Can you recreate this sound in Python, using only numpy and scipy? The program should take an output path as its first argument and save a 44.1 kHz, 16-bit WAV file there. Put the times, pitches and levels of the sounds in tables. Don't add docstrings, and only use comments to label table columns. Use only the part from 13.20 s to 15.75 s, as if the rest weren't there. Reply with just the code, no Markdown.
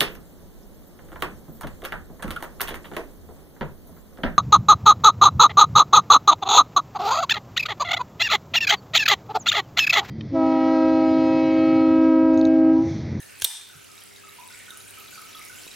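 import sys
import numpy as np
from scipy import signal
from scipy.fft import rfft, irfft, next_fast_len
from scipy.io import wavfile
from scipy.ndimage import uniform_filter1d, map_coordinates

SR = 44100
rng = np.random.default_rng(int(sys.argv[2]) if len(sys.argv) > 2 else 0)


def volts_from_decibels(level):
    exponent = np.asarray(level, float) / 20
    return 10 ** exponent


def bounce(signal):
    frames = np.transpose(np.atleast_2d(signal))
    limited = np.clip(frames, -1, 1)
    pcm = np.round(limited * 32767).astype(np.int16)
    wavfile.write(sys.argv[1], SR, pcm)


N = 112454

# start_s, blow_db, scrape_db, scrape_length_s
CONTACTS = [
    (.1995, -48, -37.5, 0.0033),
    (.2110, -39, -34.5, 0.0099),
    (.2195, -40, -17, 0.0021),
    (.2219, 3.5, -20, 0.0026),
    (0.233, -42, -35, 0.0024),
    (.2400, -39, -61, 0.0013),
    (.2446, 1, -13.5, 0.0043),
    (.2477, -2, -13.5, 0.0022),
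    (.2530, -28, -30, 0.0015),
    (.2605, -32, -17, 0.0016),
]
# centre_hz, width_hz, level_db
STEEL_MODES = [(735, 280, -10.5), (1615, 116, -3), (2780, 1900, -7), (3490, 380, 3), (4110, 290, -0.5),
               (5520, 650, -3), (6970, 880, -3), (8640, 850, -6.5), (9120, 310, 3.5), (10800, 930, -2.5),
               (13100, 2200, -10.5)]
# frequency_hz, level_db
CRACK_SPECTRUM = [(400, -10.5), (900, -25), (2500, -19), (6000, -27), (10000, -12), (13000, -12),
                  (17000, -19)]
# start_s, level_db, pitch_hz
CHINKS = [
    (0.1994, -25.5, 9000),
    (.2205, -16, 10000),
    (.2215, -30, 6240),
    (.2448, -9.5, 5850),
    (.2455, -21, 5370),
    (0.2491, -3.5, 8880),
    (0.2499, -13, 9100),
    (0.253, -6, 8800),
    (0.262, -18, 9000),
]
# start_s, level_db, pitch_hz
PIN_RINGS = [
    (.24435, 9, 14300),
]
# start_s, level_db, pitch_hz
LOCK_RINGS = [
    (.2215, -25, 3400),
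    (.232, -28, 3750),
    (.2479, -4, 3610),
    (0.2498, -11, 4100),
    (.2535, -18, 3900),
    (.2585, -19, 3650),
]
# frequency_hz, level_db
CLATTER_SPECTRUM = [(450, -40), (800, -26.5), (1600, -28), (2700, -25), (3800, -13.5), (4800, -19),
                    (8500, -15), (11000, -20), (15000, -32)]
# start_s, peak_db, pitch_hz
TICKS = [(.003, -40.5, 6320), (0.0232, -42, 11800), (0.053, -49, 10200), (.1082, -53, 11000),
         (0.158, -45, 8100), (.19, -42, 10500), (0.4894, -43, 14300), (0.567, -49, 8000), (0.81, -45, 9500),
         (1.39, -41.5, 9000), (0.6446, -45, 10200), (.716, -46, 5100), (0.755, -45, 8400),
         (0.8041, -45, 11800), (.837, -39, 10600), (1.0894, -47, 13100), (1.1976, -48, 11200),
         (1.2762, -39.5, 9900), (1.506, -39, 9500), (1.508, -45, 6160), (1.5735, -35, 9630),
         (1.601, -44, 6650), (1.657, -49, 5300), (1.6813, -41, 8730), (1.708, -38.5, 9400),
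         (1.7857, -40, 12200), (1.7993, -39.5, 11900), (1.8881, -46, 11600), (1.9079, -41, 12400),
         (1.9385, -43, 12300), (1.9565, -44, 13200), (1.9955, -44.5, 9500), (2.0172, -41, 10800),
         (2.1932, -39, 9900), (2.2506, -37.5, 9600), (2.2842, -41, 6700), (2.297, -41, 10400),
         (2.3585, -40, 11900), (2.4264, -42.5, 9600), (2.516, -59, 6500)]
# frequency_hz, level_db
PUFF_SPECTRUM = [(2000, -24), (6000, -21), (10000, 17.5), (16000, 6)]
# start_s, peak_db
RATTLES = [(0.7781, -43), (0.9622, -43), (1.093, -42), (1.2024, -53), (1.2372, -48), (1.287, -44),
           (1.4656, -57), (1.494, -46), (1.5063, -35), (1.703, -45.5), (1.8823, -43), (2.129, -46),
           (2.17, -40.5), (2.4623, -43.5), (2.478, -40), (2.5155, -39)]
# start_s, level_db, pitch_hz
TAPS = [(0.028, -40, 3900), (.095, -40.5, 2750), (0.177, -42, 2550), (0.646, -42, 2880), (.8196, -39, 3200),
        (1.024, -44, 2540), (1.2123, -40, 2520), (1.465, -43, 3250), (1.505, -39, 3415), (1.578, -47, 3840),
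        (1.605, -38, 3830), (1.8066, -39, 2600), (2.1316, -47, 2340), (2.148, -32, 3360),
        (2.3187, -42.5, 2600), (2.385, -38, 3070), (2.478, -35, 2580)]
# start_s, peak_db, pitch_hz, length_s
PUSHES = [
    (.226, -37, 85, .03),
    (.552, -44, 150, .04),
    (.565, -48, 110, .04),
    (2.466, -35, 400, .003),
    (2.467, -37, 900, .002),
    (1.505, -44, 400, .003),
    (1.5055, -40, 1500, .002),
    (.2212, -24, 1600, .005),
    (.2215, -28, 2300, .003),
]
# start_s, level_db, pitch_hz
DRIPS = [(.0, -36.5, 1715), (0.153, -42.5, 2400), (0.497, -38.5, 1460), (0.539, -41, 1314),
         (0.689, -46, 1217), (0.722, -61, 2400), (.91, -40.5, 2020), (1.035, -39.5, 1217),
         (1.07, -38, 2120), (1.127, -38.5, 2700), (1.185, -37, 928), (1.304, -39.5, 1418),
         (1.346, -34, 2140), (1.399, -38, 1770), (1.481, -35.5, 1425), (1.739, -35, 2820),
         (1.774, -38, 1249), (1.925, -37, 1437), (1.976, -33.5, 1261), (2.088, -39.5, 2810),
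         (2.15, -35.5, 1227), (2.215, -32, 2130), (2.298, -34.5, 1434),
         (0.092, -43, 1460), (0.572, -49, 2400), (0.982, -46, 1600), (0.782, -46, 1300),
               (0.879, -51, 1370), (0.822, -61, 1300), (1.21, -60, 1630), (1.272, -42, 2400),
               (1.52, -40, 1280), (1.66, -42, 1495), (0.79, -49, 1780), (1.1, -48.5, 1700),
               (1.3, -41, 2000), (1.33, -40.5, 1900), (1.4, -40, 2800), (1.22, -46, 929), (1.84, -42, 4200),
               (3, -38, 4400), (2.3, -51, 1200), (2.39, -62, 1700), (2.40, -52, 1440)]
# start_s, level_db, pitch_hz
SPLASHES = [(.0, -25, 9550), (.68, -36, 6540), (.85, -30, 8100), (1.25, -27, 8000), (1.336, -24.5, 8000),
            (1.39, -34, 7050), (1.574, -25.5, 9900), (1.669, -26, 8400), (1.74, -41.5, 5070),
            (1.909, -27, 6960), (1.929, -28, 4600), (2.251, -30, 9500), (2.351, -23, 7300),
            (2.417, -42, 7650)]
# time_s, level_db
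AIR_LEVEL = [(0.5, -50.5), (1.02, -52.5), (1.51, -50), (2.39, -47.5), (2.55, -47.5)]
# frequency_hz, density_db
AIR_MID = [(15, -38), (25, -7.5), (92, -1), (1020, -6), (1260, -4.5), (1610, -2), (3820, -5), (10700, -9),
           (16000, -19.5)]
# frequency_hz, density_db
AIR_SIDE = [(15, -50), (25, -27), (111, -12), (270, -3), (1290, -12.5), (3430, -20.5), (10400, -15.5),
            (14800, -22), (16000, -37)]
# frequency_hz, mid_db, side_db
HUM = [
    (99.7, -66.5, -65),
    (195.7, -73, -64.5),
    (400.8, -67.5, -70),
]
# frequency_hz, t60_s
ROOM_DECAY = [(300, 0.21), (1500, 0.58), (4000, 0.54), (9000, 0.43), (15000, 0.28)]

TOP_HZ, KNIFE_TOP_HZ = 15900, 17800
KNIFE_PAN_DB, KNIFE_LEAD_S = -1.5, -7e-6
KNIFE_WET_DB, KNIFE_T60_SHARE = 3.5, 0.91
STEEL_WET_DB, PIN_WET_DB, LOCK_WET_DB = -5, -13, -10
CHINK_CYCLES, PIN_CYCLES, LOCK_CYCLES = 11.5, 5.5, 13
CLATTER_AT_S, CLATTER_S = .245, .004
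TICK_S, TICK_CYCLES, TICK_RING_DB, PUFF_DB, TICK_WET_DB = .004, 22, 6, -10, -5
RATTLE_HZ, RATTLE_CYCLES, RATTLE_DB, RATTLE_WET_DB, TAP_CYCLES = 3834, 24, 5, -11.5, 22
CRACKLE_DB, CRACKLE_HZ, CRACKLE_SPREAD = -64, 12300, 0.15
HIGH_DRIP_HZ, HIGH_DRIP_CYCLES, DRIP_CYCLES = 1600, 13, 18
DRIP_RISE, DRIP_WET_DB, DRIP_PAN_DB, SPLASH_CYCLES = 0.047, 2, -1.5, 8
TRICKLE_DB, TRICKLE_HZ, TRICKLE_SPREAD, TRICKLE_SCATTER_DB, TRICKLE_DRY_DB = -59, 2400, 0.368, 4, 0.5
FIZZ_DB, FIZZ_HZ, FIZZ_SPREAD, FIZZ_SCATTER_DB, FIZZ_DRY_DB = -57.5, 9000, 0.463, 4, 1
LOWEST_BUBBLE_HZ = 2000
MID_DB, SIDE_DB, PATCHY_DB = -2, -2, 2
ROOM_ALIKE, ROOM_BUILD_S = 0.67, 0.018
FIRST_DUCK_AT_S, FIRST_DUCK_DB = .224, -3
DUCK_AT_S, DUCK_DB, DUCK_ATTACK_S, DUCK_HOLD_S, DUCK_RELEASE_S = .25, -11, 0.0071, 0.038, 0.13


def knife():
    steel = struck_steel()
    pin = pings(*np.transpose(PIN_RINGS), PIN_CYCLES, rise=0)
    lock = pings(*np.transpose(LOCK_RINGS), LOCK_CYCLES, rise=0)

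    def lead(hz):
        delay = np.exp(1j * np.pi * KNIFE_LEAD_S * np.outer([1, -1], hz))
        return delay * (hz < KNIFE_TOP_HZ)

    direct = filtered(panned(steel + pin + lock, KNIFE_PAN_DB), lead)
    sent = volts_from_decibels(STEEL_WET_DB) * steel + volts_from_decibels(PIN_WET_DB) * pin + volts_from_decibels(LOCK_WET_DB) * lock + clatter()
    return direct, volts_from_decibels(KNIFE_WET_DB) * room(sent, KNIFE_T60_SHARE)


def struck_steel():
    blows, scrape = np.zeros(N), np.zeros(N)
    t = np.arange(1500) / SR
    for start, blow_db, scrape_db, length in CONTACTS:
        u = t / length
        blows[round(start * SR)] = volts_from_decibels(blow_db)
        envelope = volts_from_decibels(scrape_db) * np.sqrt(u) * np.exp(1 - 2 * u)
        scrape[round(start * SR):][:len(t)] += envelope * rng.standard_normal(len(t))
    bare = filtered(blows + 0.32 * scrape, lambda hz: volts_from_decibels(along(CRACK_SPECTRUM, hz)))
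    ringing = filtered(scrape + 0.4 * blows, steel_response)
    chinks = pings(*np.transpose(CHINKS), CHINK_CYCLES, rise=0)
    return filtered(bare + ringing + chinks, lambda hz: hz < TOP_HZ)


def steel_response(hz):
    total = 0
    for k, (centre, width, db) in enumerate(STEEL_MODES):
        damping = 1j * hz * width
        total = total + (-1) ** k * volts_from_decibels(db + 5.5) * damping / (centre * centre - hz * hz + damping)
    return total


def clatter():
    t = np.arange(N) / SR - CLATTER_AT_S
    burst = (t > 0) * np.exp(-abs(t) / CLATTER_S) * rng.standard_normal(N)
    return filtered(burst, lambda hz: volts_from_decibels(along(CLATTER_SPECTRUM, hz) + 10.5))


def fingers():
    ticks, near = finger_ticks(), rattles()
    wet = room(volts_from_decibels(TICK_WET_DB) * ticks + volts_from_decibels(RATTLE_WET_DB) * near)
    return panned(ticks + near + pushes(), -3.4) + wet


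def finger_ticks():
    s, db, hz = np.transpose(TICKS)
    ring = pings(s, db + TICK_RING_DB, hz, TICK_CYCLES, rise=0, size=600)
    t = np.arange(600) / SR
    puffs = np.zeros(N)
    for start, level in zip(s, db):
        envelope = volts_from_decibels(level + PUFF_DB - 30 * t / TICK_S)
        puffs[round(start * SR):][:len(t)] += envelope * rng.standard_normal(len(t))
    return ring + filtered(puffs, lambda hz: volts_from_decibels(along(PUFF_SPECTRUM, hz)))


def rattles():
    s, db = np.transpose(RATTLES)
    hz = RATTLE_HZ * np.exp(0.02 * rng.standard_normal(len(s)))
    bar = pings(s - .001, db + RATTLE_DB, hz, RATTLE_CYCLES, rise=0, size=1200)
    return bar + pings(*np.transpose(TAPS), TAP_CYCLES, rise=0, size=1200)


def pushes():
    s, db, hz, length = np.transpose(PUSHES)
    thumps = pings(s, db, hz, (hz * length)[:, None], rise=0)
    crackle = scatter(160, CRACKLE_HZ, CRACKLE_SPREAD, scatter_db=0.5, cycles=21, size=200)
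    return thumps + volts_from_decibels(CRACKLE_DB) * swell() * crackle


def water():
    s, db, hz = np.transpose(np.array(DRIPS))
    cycles = np.where(hz > HIGH_DRIP_HZ, HIGH_DRIP_CYCLES, DRIP_CYCLES)[:, None]
    drips = pings(s, db, hz, cycles, DRIP_RISE)
    splash = pings(*np.transpose(SPLASHES), SPLASH_CYCLES, rise=0, size=300)
    trickle = scatter(500, TRICKLE_HZ, TRICKLE_SPREAD, TRICKLE_SCATTER_DB, cycles=10.3, size=1200)
    trickle = volts_from_decibels(TRICKLE_DB) * swell() * trickle
    fizz = scatter(900, FIZZ_HZ, FIZZ_SPREAD, FIZZ_SCATTER_DB, cycles=10.3, size=300)
    fizz = volts_from_decibels(FIZZ_DB) * swell() * fizz
    near = volts_from_decibels(-2) * drips + volts_from_decibels(TRICKLE_DRY_DB) * trickle + volts_from_decibels(FIZZ_DRY_DB) * fizz
    return panned(near, DRIP_PAN_DB) + room(volts_from_decibels(DRIP_WET_DB) * drips + trickle + fizz + splash)


def scatter(count, hz, spread, scatter_db, cycles, size):
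    start = rng.random(count) * N / SR
    g = np.clip(rng.standard_normal((count, 2)), -2, 2)
    pitch = hz * np.exp(spread * g[:, 0])
    pitch = LOWEST_BUBBLE_HZ + abs(pitch - LOWEST_BUBBLE_HZ)
    pitch = np.minimum(pitch, SR / 2.8)
    return unit(pings(start, scatter_db * g[:, 1], pitch, cycles, rise=0.087, size=size))


def air():
    mid = volts_from_decibels(MID_DB) * unit(filtered(rustle(), lambda hz: volts_from_decibels(along(AIR_MID, hz))))
    side = volts_from_decibels(SIDE_DB) * unit(filtered(rng.standard_normal(N), lambda hz: volts_from_decibels(along(AIR_SIDE, hz))))
    gain = volts_from_decibels(np.mean(AIR_LEVEL, 0)[1])
    mid, side = mid * gain * swell(), side * gain * np.sqrt(swell())
    t = np.arange(N) / SR
    for hz, mid_db, side_db in HUM:
        sway = volts_from_decibels(2.3 * map_coordinates(rng.standard_normal(40), [t * 12]))
        mid = mid + sway * volts_from_decibels(mid_db) * np.sin(2 * np.pi * hz * t)
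        side = side + sway * volts_from_decibels(side_db) * np.cos(2 * np.pi * hz * t)
    return np.array([mid + side, mid - side]) * volts_from_decibels([[-.4], [.4]])


def rustle():
    z = signal.stft(rng.standard_normal(N), nperseg=256)[2]
    field = uniform_filter1d(rng.standard_normal(z.shape), size=10, axis=0)
    field = unit(uniform_filter1d(field, size=12, axis=1))
    depth = np.clip(np.arange(len(z)) / 12, 0, 1)[:, None]
    return signal.istft(z * volts_from_decibels(PATCHY_DB * field * depth), nperseg=256)[1][:N]


def swell():
    s, db = np.transpose(AIR_LEVEL)
    return volts_from_decibels(np.interp(np.arange(N) / SR, s, db - db.mean()))


def room(x, share=1):
    hz, t, z = signal.stft(rng.standard_normal((2, SR)), SR, nperseg=256)
    decay = volts_from_decibels(-60 * t / share / along(ROOM_DECAY, hz)[:, None])
    tail = signal.istft(z * decay, SR, nperseg=256)[1]
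    tail = tail * (1 - 0.3 * np.exp(-np.arange(tail.shape[1]) / SR / ROOM_BUILD_S))
    turn = np.arccos(np.clip(ROOM_ALIKE, -1, 1)) / 2
    tail = np.cos(turn) * tail[0] + np.sin(turn) * tail[1] * [[1], [-1]]
    delayed = np.pad(x, (180, 0))[None]
    return signal.fftconvolve(delayed, tail / np.linalg.norm(tail[0]), axes=1)[:, :N]


def pings(s, db, hz, cycles, rise, size=3000):
    t = np.arange(size) / SR
    u = hz[:, None] * t / cycles
    tone = np.sin(2 * np.pi * cycles * (u + rise * u * u))
    wave = volts_from_decibels(db)[:, None] * tone * np.exp(-2 * u) * (1 - np.exp(-12 * u))
    at = np.round(s * SR).astype(int)[:, None] + np.arange(size)
    return np.bincount(at.ravel(), wave.ravel(), N + size)[:N]


def panned(x, db):
    return x * volts_from_decibels([[db / 2], [-db / 2]])


def filtered(x, response):
    m = next_fast_len(N + SR // 2)
    return irfft(rfft(x, m) * response(np.fft.rfftfreq(m, 1 / SR)), m)[..., :N]


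def along(points, hz):
    f, v = np.transpose(points)
    return np.interp(np.log(hz + 1), np.log(f + 1), v)


def unit(x):
    return x / np.sqrt(np.mean(x ** 2) + 1e-20)


def scene():
    snap, tail = knife()
    return snap + filtered(tail + fingers() + water() + air(), lambda hz: hz < TOP_HZ)


def low_pass(x):
    return signal.sosfilt(signal.butter(12, 17840, fs=SR, output="sos"), x)


def record(dry):
    t = np.arange(N) / SR
    recovery = np.exp(-np.clip(t - DUCK_AT_S - DUCK_HOLD_S, 0, None) / DUCK_RELEASE_S)
    first = FIRST_DUCK_DB * np.clip((t - FIRST_DUCK_AT_S) / DUCK_ATTACK_S, 0, 1)
    main = DUCK_DB * np.clip((t - DUCK_AT_S) / DUCK_ATTACK_S, 0, 1)
    return low_pass(dry * volts_from_decibels((first + main) * recovery))


dry = scene()
out = record(dry)
bounce(out)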